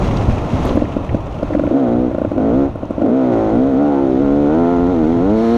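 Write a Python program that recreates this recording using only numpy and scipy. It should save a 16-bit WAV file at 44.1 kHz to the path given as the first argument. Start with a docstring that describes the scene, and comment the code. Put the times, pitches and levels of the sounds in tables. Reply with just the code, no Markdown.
"""A single-cylinder dirt bike rides through a sandy bend, heard at the rider's helmet.
First the engine coasts with a rattling chain while filtered noise makes gusty wind and the rush of the ground.
A bump throws up a burst of grit, then stray firings pop from the silencer, each followed by an airbox gulp.
Two blips of throttle follow, with pops after each: every turn rings the airbox and sends a pulse down the pipe.
Last comes a long pull up the straight, which ends with intake hiss and a clean whine at high revs."""
import sys
import numpy as np
from scipy import signal
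from scipy.fft import rfft, irfft, next_fast_len
from scipy.io import wavfile

SR = 44100
rng = np.random.default_rng(int(sys.argv[2]) if len(sys.argv) > 2 else 0)


def pcm_store(signal):
    """Save signal as 16-bit PCM."""
    levels = np.round(np.clip(np.atleast_2d(signal), -1, 1) * 32767)
    wavfile.write(sys.argv[1], SR, levels.astype(np.int16).T)


N = 245637
TIME = np.arange(N) / SR


def amp(db):
    """Turns dB into a linear gain."""
    return 10 ** (np.asarray(db) / 20)


def unit(x):
    """Scales a signal to rms 1."""
    return x / np.sqrt(np.mean(x ** 2) + 1e-20)


def curve(rows, axis=1):
    """Draws one column of a table as straight lines over the whole scene."""
    rows = np.asarray(rows)
    return np.interp(TIME, rows[:, 0], rows[:, axis])


def read(points, hz):
    """Reads a spectrum in dB, interpolated on a logarithmic frequency scale."""
    f, db = np.transpose(points)
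    return np.interp(np.log(hz + 1), np.log(f), db)


def colour(x, points):
    """Shapes the spectrum without delay."""
    size = next_fast_len(len(x) + 4096)
    gain = amp(read(points, np.fft.rfftfreq(size, 1 / SR)))
    return irfft(rfft(x, size) * gain, size)[:len(x)]


def ring(points, hz, lift_db=0):
    """Causal (minimum-phase) response with the given spectrum, read at the frequencies hz; one row per pulse."""
    log_gain = np.log(amp(read(points, hz) + lift_db))
    circle = np.concatenate([log_gain, log_gain[..., -2:0:-1]], axis=-1)
    return np.exp(signal.hilbert(circle).conj())[..., :hz.shape[-1]]


def noise(points):
    """Steady noise of rms 1 with the given spectrum."""
    return unit(colour(rng.standard_normal(N), points))


def wander(hz):
    """Slow random drift of rms 1, mostly below hz."""
    lowpass = 1 + (np.fft.rfftfreq(N, 1 / SR) / hz) ** 4
    return unit(irfft(rfft(rng.standard_normal(N)) / lowpass, N))


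def clicks(times, sizes):
    """Impulses shared between the two nearest samples."""
    at = np.clip(np.asarray(times) * SR, 0, N - 1)
    low = at.astype(int)
    early = np.bincount(low, sizes * (1 - at % 1), N + 1)
    late = np.bincount(low + 1, sizes * (at % 1), N + 1)
    return (early + late)[:N]


# Openings of the throttle. Each row: start of opening in seconds, fully shut in seconds, whoop peak in dB.
PULLS = [(1.687, 2.13, -14), (2.339, 2.715, -18.5), (2.994, 5.7, -11.5)]


def throttle(open_s=0.054, shut_s=0.083):
    """How far the throttle is open, 0-1, with a ramp at each end."""
    return sum(np.clip(np.minimum((TIME - start) / open_s, (end - TIME) / shut_s), 0, 1)
               for start, end, *_ in PULLS)


# Strength of the headwind, dropping into the bend and building along the straight.
# Each row: time in seconds, strength in dB, which each layer of wind or ground scales its own way.
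HEADWIND = [(0, 1), (.45, -1.5), (.62, 1), (.66, 2.5), (.85, -4.5), (1.3, -6.5), (1.52, -4.5), (2.25, -7.5),
            (2.62, -5), (2.74, -9.5), (2.98, -7.5), (3.35, -4), (3.75, -5.5), (5.57, -3.5)]
# Gusts and lulls in the buffeting. Each row: centre in seconds, half width in seconds, boost or cut in dB.
GUSTS = [(.1, 0.14, 4.5), (0.3, 0.04, 9.5), (.54, 0.016, 10.5), (.675, .025, 5), (1.136, 0.036, 11),
         (1.8, 0.071, -22), (2.28, 0.012, 4), (3.2, 0.2, -12.5), (3.85, 0.24, -9.5), (4.55, 0.37, -3.5),
         (5.48, .12, -5.5)]
# Spectra of the low buffeting and the roar. Each row: frequency in Hz, relative level in dB.
BUFFET = [(15, -6.5), (30, -2.5), (60, 2), (110, 0.5), (170, -5), (260, -10), (500, -29), (1200, -76)]
ROAR = [(80, -15), (180, -3), (290, 1), (420, -5.5), (600, -2.5), (800, -7.5), (1050, -11.5), (1400, -17.5),
        (1800, -46), (4000, -74.5)]
# Narrow whistles round the helmet peak. 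Each row: frequency in Hz, width in Hz, level in dB against the roar.
WHISTLES = [(1046, 41, -21), (2590, 300, -26), (5800, 440, -42.5)]


def wind(buffet_db=-20.5, roar_db=-21.5, buffet_by_wind=0.91, roar_by_wind=0.97, lumps_db=0.5, gusts_db=1.0):
    """Eddies thump the microphone, roar round the helmet and whistle at its edges."""
    roar_by_throttle_db = -4  # the roar is softer while the throttle is open, leaving the engine clear
    headwind = curve(HEADWIND)
    gusts = sum(db * np.exp(-((TIME - s) / width) ** 2) for s, width, db in GUSTS)
    buffet = unit(noise(BUFFET) * amp(lumps_db * wander(25)))
    buffet *= amp(buffet_db + buffet_by_wind * headwind + gusts)
    roar = unit(noise(ROAR) * amp(gusts_db * wander(41)))
    for hz, width, db in WHISTLES:
        peak = signal.iirpeak(hz, hz / width, fs=SR)
        roar += amp(db) * unit(signal.lfilter(*peak, rng.standard_normal(N)))
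    return buffet + roar * amp(roar_db + roar_by_wind * headwind + roar_by_throttle_db * throttle())


# Spectra of the tyre and air rush and of the finer sand fizz, both including some engine hiss.
# Each row: frequency in Hz, relative level in dB.
RUSH = [(700, -1.5), (1300, 0.5), (1800, 3.5), (2200, 1.5), (2600, -6), (3200, -3), (3900, -6.5),
        (4700, -22.5), (7000, -55)]
FIZZ = [(3000, -9), (4200, -0.5), (4900, -5.5), (5700, -4), (6600, -3), (7400, -14), (9500, -19.5),
        (12500, -27.5), (15000, -43.5)]


def ground(rush_db=-39.0, fizz_db=-48, rush_by_wind=1.45, fizz_by_wind=2.09, open_throttle_db=2.0,
           flutter_db=1.1, grains_per_s=900, grain_spread_db=10, grain_share=0.18):
    """Tyres and air rush, sand fizzes on the plastics; both include engine hiss, up while the throttle is open."""
    headwind = curve(HEADWIND)
    flutter = amp(flutter_db * wander(68))
    sizes = amp(grain_spread_db * np.minimum(rng.exponential(1, N), 4)) * rng.choice([-1, 1], N)
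    grains = unit(colour(sizes * (rng.random(N) < grains_per_s / SR), FIZZ))
    rush = unit(noise(RUSH) * flutter) * amp(rush_db + rush_by_wind * headwind)
    fizz = unit((noise(FIZZ) + grain_share * grains) * flutter) * amp(fizz_db + fizz_by_wind * headwind)
    return (rush + fizz) * amp(open_throttle_db * throttle())


# Burst of grit as the bike hits a bump. Each row: time in seconds, level in dB.
SPRAY_LEVEL = [(.62, -77), (.645, -42), (.66, -42), (.7, -50), (.76, -52), (.8, -75)]
# Spectrum of that grit. Each row: frequency in Hz, relative level in dB.
SPRAY = [(600, -9), (1100, 5), (2000, -1.5), (3300, 3.5), (5000, -14), (8000, -17), (12000, -21.5),
         (15000, -29)]


def spray(grains_per_s=700, spread_db=7):
    """Coarse grit strikes the plastics as random impulses of uneven size."""
    sizes = amp(spread_db * np.minimum(rng.exponential(1, N), 2.5)) * rng.choice([-1, 1], N)
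    hits = sizes * (rng.random(N) < grains_per_s / SR)
    return unit(colour(hits, SPRAY)) * amp(curve(SPRAY_LEVEL))


# Short ticks: knocks, flung grit, and the sharp treble snap or ring of single firings.
# Each row: start in seconds, peak in dB, centre of the band in Hz, decay constant in seconds.
TICKS = [(0.171, -22.5, 4300, 0.0018), (.651, -14, 800, .003), (.66, -18, 1020, 0.011),
         (.654, -34, 10000, 0.0023), (.668, -34, 6000, 0.0027), (.693, -23, 3260, 0.0033),
         (0.758, -39, 10000, 0.0018), (.606, -51, 5000, 0.0026), (.647, -38, 3470, 0.019),
         (0.853, -27, 2120, 0.0044), (1.092, -24, 2000, 0.005), (1.152, -42, 5000, 0.005),
         (1.2581, -50, 6000, .006), (1.275, -29, 900, .003), (1.43, -40.5, 4500, .004),
         (1.432, -48, 9500, .003), (1.553, -47, 8900, .002), (1.598, -49, 9300, .002),
         (1.639, -46, 9500, .002), (1.535, -23.5, 1500, .004), (1.628, -36, 1950, .002),
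         (1.667, -28, 1950, .002), (2.184, -48, 9500, .002), (2.218, -51, 9500, .002),
         (2.251, -50, 9500, 0.0018), (2.758, -47, 9000, 0.0012), (2.8535, -45, 5000, .002),
         (2.9094, -47, 7500, .003)]


def ticks():
    """Short, broadly tuned noise bursts that die at once."""
    out = np.zeros(N)
    for s, db, hz, decay in TICKS:
        burst = rng.standard_normal(N) * (TIME >= s) * np.exp(-abs(TIME - s) / decay)
        band = signal.butter(3, [hz / 1.3, hz * 1.3], "band", fs=SR, output="sos")
        tick = signal.sosfilt(band, burst)
        out += amp(db) * tick / abs(tick).max()
    return out


# Slack chain while the bike coasts. Each row: time in seconds, level in dB.
RATTLE_LEVEL = [(0, -35.5), (.4, -40), (.58, -37.5), (.67, -43), (.88, -44), (1.5, -48.5), (1.8, -71)]
# Ring of the chain. Each row: frequency in Hz, relative level in dB.
RATTLE = [(400, -14.5), (700, -3), (1050, 5.5), (1500, -6.5), (2000, -8), (2570, -2.5), (3100, -6),
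          (4500, -18.5), (5800, -17.5), (9000, -29.5), (15000, -49.5)]


def rattle(knocks_per_s=260, spread_db=3.0, die_s=0.0054):
    """Coarse, uneven knocks of the slack chain, each a dying puff of noise."""
    sizes = amp(spread_db * np.minimum(rng.exponential(1, N), 3)) * (rng.random(N) < knocks_per_s / SR)
    decays = signal.lfilter([1], [1, -np.exp(-1 / (die_s * SR))], sizes)
    bursts = decays * rng.standard_normal(N)
    return unit(colour(bursts, RATTLE)) * amp(curve(RATTLE_LEVEL))


# Spectrum of one stray firing from the silencer. Each row: frequency in Hz, relative level in dB.
POP = [(40, -10.5), (150, 15.5), (280, 13), (550, 11), (680, 13.5), (830, -15), (1100, -13.5),
       (1420, -11.5), (1700, -33.5), (2050, -27.5), (2500, -37.5), (4000, -60.5)]


def exhaust(kicks, echo_s=0.00357, echo=0.79):
    """A short pop from the silencer and its reflection."""
    peak = colour(signal.unit_impulse(4096), POP).max()
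    pulse = colour(kicks, POP) / peak
    return pulse + echo * np.interp(TIME - echo_s, TIME, pulse)


# Single hard firings, most of them with the throttle shut.
# Each row: time in seconds, relative level in dB, extra bass in dB, level of the following gulp in dB.
POPS = [(0.691, -13.5, 4, -28), (0.736, -20, 6, -14), (0.7576, -8.5, 8.5, -18), (0.7745, -3.5, 4, -20),
        (0.822, -5, 3.5, -18.5), (0.9675, -5.5, 4.5, -26), (1.147, -3.5, 2.5, -20), (1.396, -11.5, -6, -44),
        (1.43, -2, -2.5, -22), (1.508, -8.5, -2, -13), (1.5512, -0.5, -2, -8.5), (1.596, -0.5, -5, -12),
        (1.638, -2.5, -3.5, -11), (1.6757, -4.5, 0.5, -18), (1.7118, -6, -1, -15.5), (2.1135, -8, 0, -18),
        (2.1483, -4.5, -3.5, -23), (2.1837, -3.5, -1.5, -22), (2.2177, -3, -0.5, -23),
        (2.2495, -3, -0.5, -19), (2.3176, -6.5, 1, -13.5), (2.38, -6, -1, -28), (2.758, -12.5, 1, -35),
        (2.833, -8.5, 0, -22), (2.9082, -8, 4, -25), (2.982, -7, 2.5, -18), (3.0195, -3, -1, -31),
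        (3.0616, -5, -2, -24)]


def overrun(pop_db=1.5, gulp_hz=305, gulp_lag_s=0.021, gulp_s=0.0086, crack_db=-34, crack_s=0.0024,
            clang_db=-26, clang_hz=1450, clang_s=0.0036):
    """Stray firings pop with a faint crack, the hardest make the pipe clang; about a turn later the airbox gulps."""
    s, db, bass_db, gulps_db = np.transpose(POPS)
    kicks = clicks(s, amp(db))
    lowpass = signal.butter(3, 400, fs=SR, output="sos")
    bass = signal.sosfiltfilt(lowpass, clicks(s, amp(db) * (amp(bass_db) - 1)))
    crack = signal.lfilter([1], [1, -np.exp(-1 / (crack_s * SR))], kicks)
    crack *= noise([(600, -19.0), (1500, 17.5), (4000, -0.5), (8000, -12), (12000, -25)])
    t = TIME[:SR // 10]
    clang = np.sin(2 * np.pi * clang_hz * t) * np.exp(-t / clang_s)
    clangs = signal.oaconvolve(clicks(s, amp(2 * db)), clang)[:N]  # doubled dB favours the hardest pops
    gulp = np.sin(2 * np.pi * gulp_hz * t) * np.exp(-((t - gulp_lag_s) / gulp_s) ** 2)
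    gulps = signal.oaconvolve(clicks(s, amp(gulps_db)), gulp)[:N]
    return amp(pop_db) * exhaust(kicks + bass) + amp(crack_db) * crack + amp(clang_db) * clangs + gulps


def whoop(from_hz=350, to_hz=235, delay_s=0.021, length_s=0.0797):
    """As the throttle opens, the ring of the airbox swoops down."""
    out = np.zeros(N)
    for start, *_, db in PULLS:
        progress = np.clip((TIME - start - delay_s) / length_s, 0, 1)
        hz = from_hz + (to_hz - from_hz) * progress
        swell = np.sin(np.pi * progress ** 0.51)
        out += amp(db) * swell * np.sin(2 * np.pi * np.cumsum(hz) / SR)
    return out


def whine(turns, spectrum, count=60):
    """Clean orders of the crank: sines at whole multiples of its speed, shaped by a spectrum."""
    orders = sum(np.sin(2 * np.pi * (k * turns + rng.random())) for k in range(1, count))
    return unit(colour(orders, spectrum))


# How the engine breathes. 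Each row: time in seconds, intake in dB, exhaust in dB, exhaust lag in turns,
# airbox pitch factor, pipe pitch factor, rasp in dB (each layer scales the rasp its own way).
LOAD = [(1.7, 1, 3, 0.45, 0.96, 0.97, -13), (1.77, -6.5, 1.9, 0.42, 1.06, 0.96, -1.5),
        (1.9, 0.5, 1.3, 0.43, 1.005, 1, -4.6), (2.03, -2.5, -2, 0.46, 1.08, 0.94, -8),
        (2.1, 2.5, -8, 0.5, 1, 1.06, -7.5), (2.35, 0, -0.5, 0.39, 1.1, 1, -9),
        (2.42, -1.9, 1, 0.41, 0.91, 0.97, -3.2), (2.5, 1, 4, 0.36, 0.91, 0.92, -4),
        (2.57, -2, 1, 0.33, 1.07, 0.93, -1.5), (2.69, 0, -1.5, 0.39, 1.18, 1.05, -0.5),
        (3.02, -1.5, 3.5, 0.28, 0.97, 1.02, -5), (3.1, 0.7, 1.3, 0.43, 0.92, 0.88, -5),
        (3.2, -3.5, 2.7, 0.44, 1.02, 0.98, 1), (3.29, -1.5, 0.5, 0.4, 1.14, 0.96, -0.5),
        (3.36, -2, -0.5, 0.44, 1.27, 1.02, 2.5), (3.48, -2.5, 0.8, 0.45, 1.14, 1.04, -0.5),
        (3.56, 1, 1, 0.45, 0.99, 0.97, -2), (3.64, -2, 2.5, 0.43, 0.94, 0.94, -4.5),
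        (3.74, -3, 0.5, 0.43, 0.97, 0.94, -3.5), (3.82, -0.5, 2.7, 0.37, 1, 1.04, 1.5),
        (3.9, 0.7, 0.5, 0.44, 1.11, 1.19, -3), (3.97, 0.3, -3, 0.5, 1.09, 1.24, 0),
        (4.12, -0.8, -5.5, 0.41, 1.21, 0.96, -8), (4.25, 0.7, -2, 0.397, 0.96, 0.954, -1.5),
        (4.44, 3.5, 2, 0.43, 1.02, 0.92, -7.5), (4.51, 3, 2.5, 0.44, 1.02, 0.99, 0),
        (4.6, 4.5, 0.5, 0.47, 0.96, 1.1, 1), (4.7, 3.5, -0.5, 0.43, 0.99, 1.04, 3.5),
        (4.84, 3, -9.5, 0.46, 1, 1.11, -0.5), (4.94, 2.5, -7, 0.5, 1.01, 1.12, -2.5),
        (5.06, 2.5, -12.5, 0.38, 0.97, 1.08, -4), (5.2, 3, -1.5, 0.44, 1, 0.97, -4),
        (5.33, 5.5, -1, 0.38, 0.96, 1.02, -1.5), (5.43, 4, -3, 0.39, 1, 0.96, -3),
        (5.55, 6.5, -1, 0.396, 1.006, 1.05, -4)]
# Overtones of the pipe's shell. Each row: frequency in Hz, relative level in dB.
SHELL = [(750, -31.5), (930, 1.5), (1080, 2), (1190, -0.5), (1330, 0), (1490, 1), (1620, -24.5),
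         (1790, -10.5), (1890, -17), (2010, -11), (2200, -21), (2470, -13.5), (2700, -30.5), (5000, -49.5)]


def shell(turns, shell_db=-38, by_rasp=0.77):
    """The shell of the pipe sings along with the crank, louder with more rasp."""
    return whine(turns, SHELL) * amp(shell_db + by_rasp * curve(LOAD, axis=6))


# Engine speed. Each row: time in seconds, firings per second (one a turn).
SPEED = [(0, 76.3), (.78, 61.5), (1.55, 44), (1.7, 60.1), (1.72, 60.9), (1.75, 67.5), (1.78, 70.3),
         (1.88, 57.8), (2.05, 63.7), (2.11, 56.7), (2.35, 56.2), (2.39, 50.2), (2.42, 53.4), (2.5, 55.7),
         (2.56, 65.6), (2.59, 69.3), (2.69, 68.4), (3.03, 56.8), (3.07, 53.1), (3.12, 61.7), (3.16, 66.7),
         (3.29, 61.9), (3.38, 55.0), (3.5, 53.6), (3.6, 64.1), (3.68, 69.5), (3.69, 70.2), (3.74, 63.2),
         (3.81, 71.9), (3.89, 73.1), (3.94, 69.3), (4.05, 67.6), (4.1, 63.7), (4.18, 66.2), (4.22, 71.8),
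         (4.27, 69.3), (4.4, 73.0), (4.47, 72.0), (4.6, 85.4), (4.66, 85.0), (4.73, 87.9), (4.78, 85.2),
         (4.82, 88.6), (4.86, 86.0), (4.91, 93.8), (4.96, 82.0), (5.0, 81.0), (5.04, 76.1), (5.14, 86.2),
         (5.19, 83.6), (5.32, 107.3), (5.35, 110.5), (5.39, 110.5), (5.43, 115.6), (5.48, 113.5),
         (5.52, 117.0), (5.55, 117.4)]
# Rings of the airbox and intake tract, of the cylinder fins, and the silencer's pulse under power.
# Each row: frequency in Hz, relative level in dB.
AIRBOX = [(45, -19.5), (110, -28.5), (170, -25.5), (220, -19), (262, -14), (320, -15.5), (385, -28.5),
          (460, -19.5), (570, -36), (670, -28), (770, -35.5), (860, -34), (1000, -42), (1200, -51),
          (1400, -42), (1520, -45), (1640, -71.5), (1850, -55.5), (2100, -58), (4000, -85)]
FINS = [(1000, -83.5), (1600, -78.5), (1780, -64.5), (1900, -73), (2020, -58.5), (2200, -76.5),
        (2470, -66.5), (3000, -78), (4200, -77), (7000, -102.5)]
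SILENCER = [(40, -52.5), (150, -55), (280, -18), (420, -46.5), (500, -28), (570, -28.5), (660, -23),
            (790, -37.5), (900, -50), (1100, -61), (1420, -54.5), (1700, -81.5), (4000, -97.5)]


def firings(turns, echo=0.4, low_cut_hz=150, fins_db=3, fins_by_rasp=0.84, size=2048):
    """Each turn, a gulp rings the airbox; part of a turn later the exhaust port opens and the pipe echoes."""
    echo_s, jitter_s, intake_spread_db, exhaust_spread_db = .00392, .00001, .2, .5
    times = np.interp(np.arange(1, int(turns[-1])), turns, TIME)
    late, gulp, blast = rng.standard_normal((len(times), 3)).T[:, :, None]  # chance in each firing
    rate = np.interp(times, *np.transpose(SPEED))[:, None]
    knots, *columns = np.transpose(LOAD)
    breath = [np.interp(times, knots, c)[:, None] for c in columns]
    intake_db, exhaust_db, lag, pitch, pipe_pitch, rasp_db = breath
    hz = np.fft.rfftfreq(size, 1 / SR)

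    def delay(s):
        return np.exp(-2j * np.pi * hz * s)

    # pitch shifts the airbox fully below 600 Hz; rasp lifts it fully above 1200 Hz
    airbox_hz = hz / pitch ** read([(600, 1), (1100, 0)], hz)
    intake = ring(AIRBOX, airbox_hz, rasp_db * read([(400, 0), (1200, 1)], hz))
    intake += ring(FINS, hz) * amp(fins_db + fins_by_rasp * rasp_db)
    pipe = ring(SILENCER, hz / pipe_pitch) * delay(lag / rate)
    pipe = pipe * (1 + echo * delay(echo_s / pipe_pitch))  # hotter gas tunes the pipe up
    both = intake * amp(intake_db + intake_spread_db * gulp) - pipe * amp(exhaust_db + exhaust_spread_db * blast)
    # slower turns give stronger pulses
    pulses = irfft(both * delay(times[:, None] % (1 / SR) + jitter_s * late)) * SR / (2 * rate)
    places = (times * SR).astype(int)[:, None] + np.arange(size)
    gas = np.bincount(places.ravel(), pulses.ravel(), N)[:N]
    band = signal.butter(3, [low_cut_hz, 4500], "band", fs=SR, output="sos")
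    return signal.sosfiltfilt(band, gas)  # small openings radiate little deep bass


# Faint pumping with the throttle shut. Each row: time in seconds, level in dB against open throttle.
COAST_LEVEL = [(0, -27), (.45, -24), (.72, -13), (.9, -20.5), (1.5, -29), (1.7, -46)]
# Hum at twice the engine speed. Each row: time in seconds, peak at open throttle in dB.
HUM_LEVEL = [(1.7, -29), (3.2, -31.5), (3.33, -22), (3.45, -27), (3.6, -31), (5.5, -34)]
# Shared level of hiss and whine at high revs. Each row: time in seconds, level in dB before their own trims.
SUCTION_LEVEL = [(5.28, -66), (5.37, -44.5), (5.45, -41), (5.57, -39.5)]
# Spectra of the turbulent gas in each turn, the hiss of the wide-open carburettor and the high-rev whine.
# Each row: frequency in Hz, relative level in dB.
PUFF = [(60, -25.5), (180, -5.5), (270, -4.5), (400, -9.5), (650, -16.5), (900, -7), (1200, 8), (1480, 5.5),
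        (1650, -12), (3000, -34.5), (6000, -67)]
SUCTION = [(1200, -16), (1800, 4.5), (2800, -4.5), (3700, -0.5), (4300, 0.5), (4800, -14.5), (5500, -8.5),
           (7000, -14), (9500, -21), (13000, -24.5)]
WHINE = [(800, -25), (1030, 7), (1150, -6), (1270, 8), (1480, -8), (1620, 3), (1740, 2), (1900, -14),
         (2200, -4), (2600, -16), (3000, -8), (3500, -16), (3950, -9), (4350, -8), (4700, -30), (5350, -16),
         (5700, -16), (6500, -30), (9000, -44)]


def engine(pulses_db=0, puff_by_rasp=0.29, puff_by_intake=0.2):
    """Intake and exhaust pulses alternate, with a puff of turbulent gas each turn; high revs hiss and whine."""
    puff_db, hiss_db, whine_db = -48.5, -3.5, 5.5
    turns = np.cumsum(curve(SPEED)) / SR
    opening = throttle()
    pulses = amp(pulses_db) * firings(turns) * (opening + amp(curve(COAST_LEVEL)))
    hum = amp(curve(HUM_LEVEL)) * np.sin(4 * np.pi * turns)  # two pulses a turn
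    # the gas hisses most at the start of each turn, then fades
    puffs = (0.88 + np.exp(-(turns % 1) / 0.42)) * rng.standard_normal(N)
    gas_db = puff_db + puff_by_intake * curve(LOAD, axis=1) + puff_by_rasp * curve(LOAD, axis=6)
    gas = unit(colour(puffs, PUFF)) * amp(gas_db)
    high_revs = amp(hiss_db) * unit(colour(puffs, SUCTION)) + amp(whine_db) * whine(turns, WHINE)
    return pulses + (gas + hum + shell(turns)) * opening + high_revs * amp(curve(SUCTION_LEVEL))


def scene():
    """Wind, ground, chain and engine as heard at the helmet, in one channel."""
    surroundings = wind() + ground() + spray() + ticks() + rattle()
    return (surroundings + overrun() + whoop() + engine())[None]


def record(dry, ceiling=.86, cutoff_hz=14400):
    """The loudest peaks are rounded off; then a low-pass limits the band."""
    rounded = dry / (1 + (dry / ceiling) ** 8) ** (1 / 8)
    lowpass = signal.firwin(511, cutoff_hz, window=("kaiser", 9), fs=SR)
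    return signal.oaconvolve(rounded, lowpass[None], "same")


dry = scene()
out = record(dry)
pcm_store(out)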